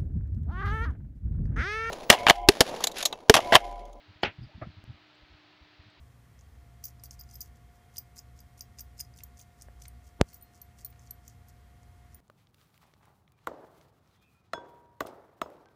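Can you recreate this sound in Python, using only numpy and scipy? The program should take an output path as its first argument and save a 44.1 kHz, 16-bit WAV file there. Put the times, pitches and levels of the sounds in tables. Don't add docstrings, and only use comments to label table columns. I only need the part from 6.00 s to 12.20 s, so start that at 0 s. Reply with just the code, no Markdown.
import sys
import numpy as np
from scipy import signal
from scipy.fft import rfft, irfft
from scipy.io import wavfile
from scipy.ndimage import uniform_filter1d

SR = 44100
rng = np.random.default_rng(int(sys.argv[2]) if len(sys.argv) > 2 else 0)


def magnitude_from_level(level_db):
    exponent = np.asarray(level_db, float) / 20
    return 10 ** exponent


def put_to_file(sound):
    columns = np.atleast_2d(sound).T
    safe = np.clip(columns, -1, 1)
    whole_steps = np.round(safe * 32767)
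    wavfile.write(sys.argv[1], SR, whole_steps.astype(np.int16))


N = 273596
TIME = np.arange(N) / SR
TURN_OVER_S = 3.22


def turned(s):
    return int(s > TURN_OVER_S)


def level(x, db):
    return x * magnitude_from_level(db) / np.sqrt(np.mean(x ** 2))


def band(x, hz, width):
    return signal.lfilter(*signal.iirpeak(hz, hz / width, fs=SR), x)


def walk(rate):
    hold = int(SR / rate)
    steps = np.repeat(rng.standard_normal(N // hold + 1), hold)
    smooth = uniform_filter1d(uniform_filter1d(steps, hold), hold)
    return level(smooth[:N], 0)


def add(out, s, grain):
    i = int(s * SR)
    out[i:i + len(grain)] += grain[:N - i]


def decay(t, t60):
    return np.exp(-np.log(1000) * t / t60)


def ring(hz, t60, phase=0, touch_s=1, touch_db=0):
    t = TIME[:6000]
    muted = magnitude_from_level(touch_db * np.clip((t - touch_s) / 0.0043, 0, 1))
    swell = 1 - np.exp(-t / 0.00069)
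    return np.sin(2 * np.pi * (hz * t + phase)) * decay(t, t60) * swell * muted


def burst(hz, width, t60):
    t = TIME[:1500]
    crack = rng.standard_normal(len(t)) * (decay(t, t60) + 1.4 * np.exp(-t / 0.000093))
    crack = band(band(crack, hz, width), hz, 0.51 * width)
    return crack / np.abs(crack).max()


def drone(hz, wander, rough):
    tone = np.sqrt(2) * np.sin(2 * np.pi * np.cumsum(hz * (1 + wander * walk(46))) / SR)
    blur = band(band(band(rng.standard_normal(N), hz, 28), hz, 77), hz, 110)
    return level(tone + level(blur, 0) * rough, 0)


# (time [s], level [dB])
RUMBLE = [(0.0, -50.5), (0.2, -64.5), (0.62, -52.5), (0.85, -58), (1.2, -53), (1.6, -56), (2.0, -63),
          (2.3, -57), (2.55, -59), (2.8, -55), (3.3, -56), (3.52, -65.5), (3.7, -48), (4.05, -54.5),
          (4.5, -66.5), (4.85, -54.5), (5.5, -57.5), (6.19, -59)]
# (time [s], level [dB])
HUM = [(0, -64), (.2, -56), (.45, -66.5), (.7, -59), (1.35, -57.5), (1.65, -64), (2.0, -59.5), (2.8, -64),
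       (3.1, -56.5), (3.6, -68), (3.85, -57), (4.1, -75), (4.9, -60.5), (6.19, -67)]


def drones():
    rumble = drone(63, 0.0486, 0.7) * magnitude_from_level(np.interp(TIME, *np.transpose(RUMBLE)))
    hum = drone(120, 0.012, 0.71) * magnitude_from_level(np.interp(TIME, *np.transpose(HUM)))
    return rumble + hum


# (time [s], pitch [Hz], level [dB])
WHINE = [
    (0, 697, -76),
    (.5, 700, -76.5),
    (.62, 699.5, -69),
    (1.802, 709.5, -69),
    (6.05, 708.3, -69),
    (6.2, 708.3, -72),
]
# (multiple of the pitch, level [dB])
WHINE_LINES = [(1, -1.5), (2, -13), (3, -13.5)]


def fan_whine():
    s, fan_hz, fan_db = np.transpose(WHINE)
    speed = np.interp(TIME, s, fan_hz) * (1 + 0.000983 * walk(6))
    turns = np.cumsum(speed) / SR
    whine = np.zeros(N)
    for multiple, db in WHINE_LINES:
        whine += magnitude_from_level(db + 0.7 * walk(9.9)) * np.sin(2 * np.pi * multiple * turns)
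    return np.sqrt(2) * whine * magnitude_from_level(np.interp(TIME, s, fan_db))


# (centre [Hz], width [Hz], level [dB])
DUCTS = [(86, 13.6, -61.5), (236.8, 18, -76.5), (1127, 67, -79.5), (1874, 220, -78), (3233, 16, -86.5)]
# (frequency [Hz], density [dB per Hz])
HISS = [(88, -35), (150, -4.5), (239, -6), (351, -15), (488, -11.5), (616, -17.5), (719, -13), (907, -17),
        (2130, -20.5), (3070, -25), (15300, -31)]


def air():
    ducts = sum(level(band(rng.standard_normal(N), hz, width), db) for hz, width, db in DUCTS)
    hz = np.arange(N // 2 + 1) * SR / N + 1
    table_hz, table_db = np.transpose(HISS)
    shape = magnitude_from_level(np.interp(np.log(hz), np.log(table_hz), table_db)) * (hz > 75)
    hiss = irfft(rfft(rng.standard_normal(N)) * shape, N)
    hiss *= magnitude_from_level(-70.5) / np.sqrt(np.sum(shape[hz > 900] ** 2) / len(hz))
    return ducts + hiss * magnitude_from_level(0.12 * walk(1.74))


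# (time [s], push [dB], contact [ms], rise [share of contact], swing back [share of push])
BUMPS = [
    (4.2132, -2.5, 0.86, 0.062, 0.12),
]


def bumps():
    out = np.zeros(N)
    lead = 1000
    ms = (np.arange(2400) - lead) * 1000 / SR
    for s, db, contact, share, swing in BUMPS:
        turn = ms / contact
        after = np.maximum(turn, 0)
        rise = np.exp(-(np.minimum(turn, 0) / share) ** 2)
        push = rise * (np.exp(-after ** 2.8) + 0.45 * np.exp(-after / 0.022))
        back = -swing * np.exp(-(turn - 4) ** 2) - 0.09 * np.exp(-((turn - 7) / 5.1) ** 2)
        lean = -0.07 * np.exp(-((turn + 8) / 5.2) ** 2) + 0.071 * np.exp(-((turn + 2) / 2.6) ** 2)
        drag = level(band(band(rng.standard_normal(len(ms)), 330, 360), 340, 540), 0)
        fur = 0.04 * drag * np.exp(-np.abs(turn + 0.85) / 7.2)
        add(out, s - lead / SR, magnitude_from_level(db) * (push + back + lean + fur))
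    case_tap = ring(600, 0.006) + 0.57 * ring(1640, 0.0049)
    add(out, 3.6849, magnitude_from_level(-32) * case_tap)
    vented = signal.sosfilt(signal.butter(2, 45, "high", fs=SR, output="sos"), out)
    return signal.sosfilt(signal.butter(6, 12500, fs=SR, output="sos"), vented)


# (time [s], peak [dB], pitch [Hz])
TICKS = [(1.0352, -53, 1410), (1.9598, -47, 3320), (2.1695, -51.5, 1450), (2.591, -54, 2390),
         (2.7852, -50, 2255), (2.794, -50, 2120), (3.0007, -45, 2310), (3.1877, -47, 3330),
         (3.2053, -46, 2500), (3.398, -52.5, 3180), (3.8197, -50, 3200), (3.854, -43.5, 2340),
         (4.3293, -54.5, 2180), (4.79, -53, 3000), (4.926, -54, 2000), (4.96, -56, 2000)]


def ticks(touches):
    out = np.zeros(N)
    for s, db, hz in TICKS:
        add(out, s, magnitude_from_level(db) * burst(hz, 3500, 0.02))
    for s, db, *_ in touches:
        add(out, s, magnitude_from_level(db - 17.5) * burst(2650, 2600, 0.0044))
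    return out


# (time [s], length [s], fine rattle level [dB])
SHAKE = [(0, 0.057, -85), (0.38, 0.028, -86), (0.837, 0.078, -66), (1.034, 0.038, -64), (1.11, 0.048, -69),
         (1.186, 0.031, -74), (1.277, 0.13, -71), (1.42, 0.065, -71.5), (1.553, 0.03, -74.5),
         (1.741, 0.043, -78.5), (1.936, 0.095, -71), (2.159, 0.048, -65), (2.36, 0.079, -74.5),
         (2.575, 0.032, -70), (2.776, 0.048, -67), (2.97, 0.049, -68), (3.158, 0.072, -69),
         (3.373, 0.073, -66.5), (3.57, 0.096, -75.5), (3.8, 0.083, -70.5), (4.038, 0.071, -71.5),
         (4.257, 0.15, -74.5), (4.534, 0.064, -72.5), (4.778, 0.064, -68.5), (4.989, 0.13, -73.5),
         (5.239, 0.13, -74.5), (5.473, 0.043, -73), (6.114, 0.038, -77)]
# (frequency [Hz], t60 [s])
HIGH_MODES = [(9320, 0.013), (12370, 0.032), (13210, 0.04), (14830, 0.055)]


def rattle():
    struck = rng.random(N) < 1300 / SR
    uneven = magnitude_from_level(np.minimum(0.73 * rng.exponential(size=N), 12))
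    chatter = struck * rng.standard_normal(N) * uneven
    body = level(band(band(chatter, 6600, 5700), 6200, 6000), 0)
    bright = level(band(band(chatter, 10700, 5500), 12400, 10000), 0)
    body = body + bright * magnitude_from_level(np.where(TIME > TURN_OVER_S, -11, -6))
    for hz, _ in HIGH_MODES:
        body += level(band(chatter, hz, 250), -19)
    shaking = np.zeros(N)
    for s, length, db in SHAKE:
        swell = signal.windows.tukey(int(1.32 * length * SR), 0.85)
        add(shaking, max(s - 0.24 * length, 0), magnitude_from_level(db + 6) * swell)
    return body * shaking * magnitude_from_level(1.9 * walk(90))


# (time [s], clack [dB], low mode [dB])
CLACKS = [(0.3909, -55.5, -80), (0.4098, -57, -77), (0.8395, -37, -50), (0.847, -43, -60),
          (.8523, -40.5, -49), (0.868, -46, -67), (.883, -49, -70), (.9964, -60, -57), (1.036, -47, -61),
          (1.0426, -49, -85), (1.056, -53, -54), (1.109, -38.5, -53), (1.1297, -51, -68),
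          (1.1918, -55, -50), (1.202, -61, -47), (1.2098, -46.5, -46), (1.2364, -56, -61),
          (1.2904, -58, -56), (1.3115, -51, -57), (1.336, -55, -53), (1.354, -46, -47.5),
          (1.4053, -45, -45), (1.4118, -46, -39.5), (1.4158, -36, -85)]
# (time [s], clack [dB], low mode [dB])
SCRATCH_CLACKS = [(1.961, -52, -58), (1.969, -38, -48), (1.9812, -31.5, -36), (2.1686, -55, -60),
                  (2.184, -49, -45), (2.1905, -37.5, -52), (2.3905, -49.5, -73), (2.403, -67, -54.5),
                  (2.5916, -59, -67), (2.608, -35, -43), (2.7862, -43, -46), (2.7935, -40, -58),
                  (2.806, -39.5, -47), (2.9894, -54, -47), (2.9947, -39.5, -45), (3.0021, -60, -37),
                  (3.008, -32, -40), (3.0491, -57, -60), (3.1383, -61, -60), (3.1883, -52, -71),
                  (3.2057, -59, -60)]
# (time [s], clack [dB], low mode [dB])
TURNED_CLACKS = [(3.235, -45.5, -53), (3.372, -53, -80), (3.3938, -48, -77), (3.413, -48, -83),
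                 (3.612, -48, -74), (3.621, -41, -78), (3.821, -44, -74), (3.8567, -52, -77),
                 (3.883, -55, -58), (4.2883, -54, -55), (4.3307, -64, -53), (4.344, -51.5, -56),
                 (4.546, -60, -81), (4.6153, -51, -54), (4.7855, -57, -80), (4.8477, -48, -43.5),
                 (4.861, -52, -49), (4.994, -54.5, -84), (5.072, -56, -57), (5.1074, -48.5, -48),
                 (5.279, -44.5, -74), (5.298, -55, -85), (5.831, -61.5, -83), (6.137, -67, -66),
                 (6.145, -57, -76)]


def contacts():
    firm = np.array(CLACKS + SCRATCH_CLACKS + TURNED_CLACKS)
    a, b = rng.standard_normal((len(firm), 2)).T
    bounce_s, bounce_db = 0.0063 * np.exp(0.4 * a), -16.5 + 3 * b
    soft = firm + np.transpose([bounce_s, bounce_db, bounce_db])
    rows = np.vstack([np.c_[firm, np.zeros(len(firm))], np.c_[soft, np.ones(len(firm))]])
    return rows[np.argsort(rows[:, 0])]


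# (frequency [Hz], t60 [s])
LOW_MODES = [
    (4934, 0.022),
    (4329, 0.013),
]
# (frequency [Hz], level [dB], t60 [s])
SIDE_MODES = [(4820, -13, .02), (5600, -11, .016), (6750, -13, .016), (7500, -18, .012), (8500, -21, .01)]


def clacks(touches):
    out = np.zeros(N)
    for s, clack_db, low_db, _ in touches:
        clack_hz = (5980, 6200)[turned(s)] * (1 + 0.036 * rng.standard_normal())
        add(out, s, magnitude_from_level(clack_db + 4.5) * burst(clack_hz, 2560, 0.012))
        hz, t60 = LOW_MODES[turned(s)]
        low_hz = hz * (1 + 0.017 * rng.standard_normal())
        add(out, s, magnitude_from_level(low_db + 6) * ring(low_hz, t60, rng.random()))
        for (hz, db, t60), (a, b, c) in zip(SIDE_MODES, rng.standard_normal((5, 3))):
            add(out, s, magnitude_from_level(clack_db + db + 3.5 * b) * ring(hz * (1 + 0.03 * a), t60, c))
    add(out, 4.412, magnitude_from_level(-67.5) * ring(4220, 0.62, touch_s=0.13, touch_db=-12))
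    return out


# (time [s], round tag [dB], flat tag [dB], lean to lower modes [dB])
CLINKS = [(.8401, -51, -49, -14), (.8526, -44, -45.5, -2), (.8685, -68, -62, 8), (.8855, -64, -64, 5),
          (1.0366, -55, -53.5, 20), (1.0441, -58, -90, 9), (1.0566, -64, -61, 8), (1.111, -63.5, -63, 11),
          (1.1953, -59.5, -54, -3), (1.2102, -59.5, -57.5, -9), (1.312, -67, -74, 16),
          (1.341, -69, -60, -22), (1.3559, -57, -50.5, 10), (1.4063, -50, -43, 3), (1.4173, -50, -55, -1),
          (1.9595, -66, -69.5, 17), (1.9675, -56, -58, 8), (1.983, -41.5, -44, -1), (2.185, -69.5, -65, -3),
          (2.191, -67, -71, -10), (2.4035, -76, -61, 13), (2.5916, -63, -69.5, 13), (2.6091, -54, -55, -1),
          (2.7907, -58.5, -59, 5), (2.7961, -61, -59, 1.5), (2.8071, -53, -50, -9),
          (2.9972, -58, -54.5, -10), (3.0027, -46, -47, 11), (3.0092, -50, -49, 4), (3.1878, -70, -77, 17)]
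# (time [s], round tag [dB], flat tag [dB], lean to lower modes [dB])
TURNED_CLINKS = [(3.2356, -59, -49, -12), (3.3926, -61.5, -75, 9), (3.4142, -66.5, -73, -1),
                 (3.6208, -62, -72, 33), (3.82, -67, -69, 24), (3.8809, -50.5, -64, 17),
                 (4.2893, -71, -80, 15), (4.3317, -65, -72, -15), (4.3426, -51, -59, 3),
                 (4.3636, -64.5, -77, 3), (4.4115, -63, -75, 7), (4.4237, -53, -72, -2),
                 (4.616, -52, -55, 1), (4.8468, -38.5, -54, 1.5), (4.8602, -66, -58.5, 18),
                 (4.9014, -64, -76, -3), (5.1082, -54, -46, -2), (5.279, -59, -68, 3),
                 (5.4835, -73, -72, 15), (6.145, -54.5, -67, 4)]


def strikes(touches):
    grazes = []
    for s, db, _, bounce in touches:
        if bounce:
            grazes.append((s, db - 23.5, db - 23.5, 4 * rng.standard_normal()))
    rows = []
    for s, round_db, flat_db, lean_db in sorted(CLINKS + TURNED_CLINKS + grazes):
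        # (share of lean, offset dB), face up and turned
        share, offset_db = ((0.36, 0), (0.23, 16.5))[turned(s)]
        split_db = share * lean_db + offset_db
        rows.append((s, round_db + lean_db / 2, flat_db + split_db / 2,
                     flat_db - split_db / 2, round_db - lean_db / 2))
    return rows


def clinks(rows):
    out = np.zeros(N)
    gaps = np.diff([row[0] for row in rows], append=9)
    for (s, *mode_db), gap in zip(rows, gaps):
        strongest_db = max(mode_db)
        share = (1.05, 0.9)[turned(s)]
        for (hz, t60), db, (a, b, c) in zip(HIGH_MODES, mode_db, rng.standard_normal((4, 3))):
            detuned = hz * (1 + 0.002 * a)
            free = magnitude_from_level(0.35 * max(db - strongest_db, -20))
            main_t60 = share * t60 * free * np.exp(0.37 * b)
            add(out, s, magnitude_from_level(db + 9.5) * ring(detuned, main_t60, c, gap, touch_db=-2))
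            for side in (-1, 1):
                twin_hz = detuned * (1 + side * 0.016 * rng.uniform(0.4, 1.6))
                add(out, s, magnitude_from_level(db - 2.5) * ring(twin_hz, 0.45 * t60 * free, rng.random()))
        add(out, s, magnitude_from_level(strongest_db - 1.5) * burst(9070, 2200, 0.021))
        add(out, s, magnitude_from_level(strongest_db - 3.5) * burst(13500, 7000, 0.013))
    return out


def carpeted_room(tags):
    t = TIME[:12000]
    tail = rng.standard_normal(len(t)) * decay(t, 0.14) * (t > 0.003)
    tail *= magnitude_from_level(-17) / np.sqrt(np.sum(tail ** 2))
    return signal.fftconvolve(tags, tail)[:N]


def scene():
    touches = contacts()
    metal = rattle() + clacks(touches) + clinks(strikes(touches))
    metal = signal.sosfilt(signal.butter(8, 4300, "high", fs=SR, output="sos"), metal)
    tags = metal + ticks(touches)
    house = drones() + fan_whine() + air()
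    return (house + bumps() + tags + carpeted_room(tags))[None]


def top_cut(x):
    return signal.sosfilt(signal.butter(12, 16680, fs=SR, output="sos"), x)


def record(dry):
    clipped = np.clip(dry, -0.95, 0.95)
    mix = signal.sosfilt(signal.ellip(8, 0.3, 24, 15250, fs=SR, output="sos"), clipped)
    return top_cut(mix)


dry = scene()
out = record(dry)
put_to_file(out)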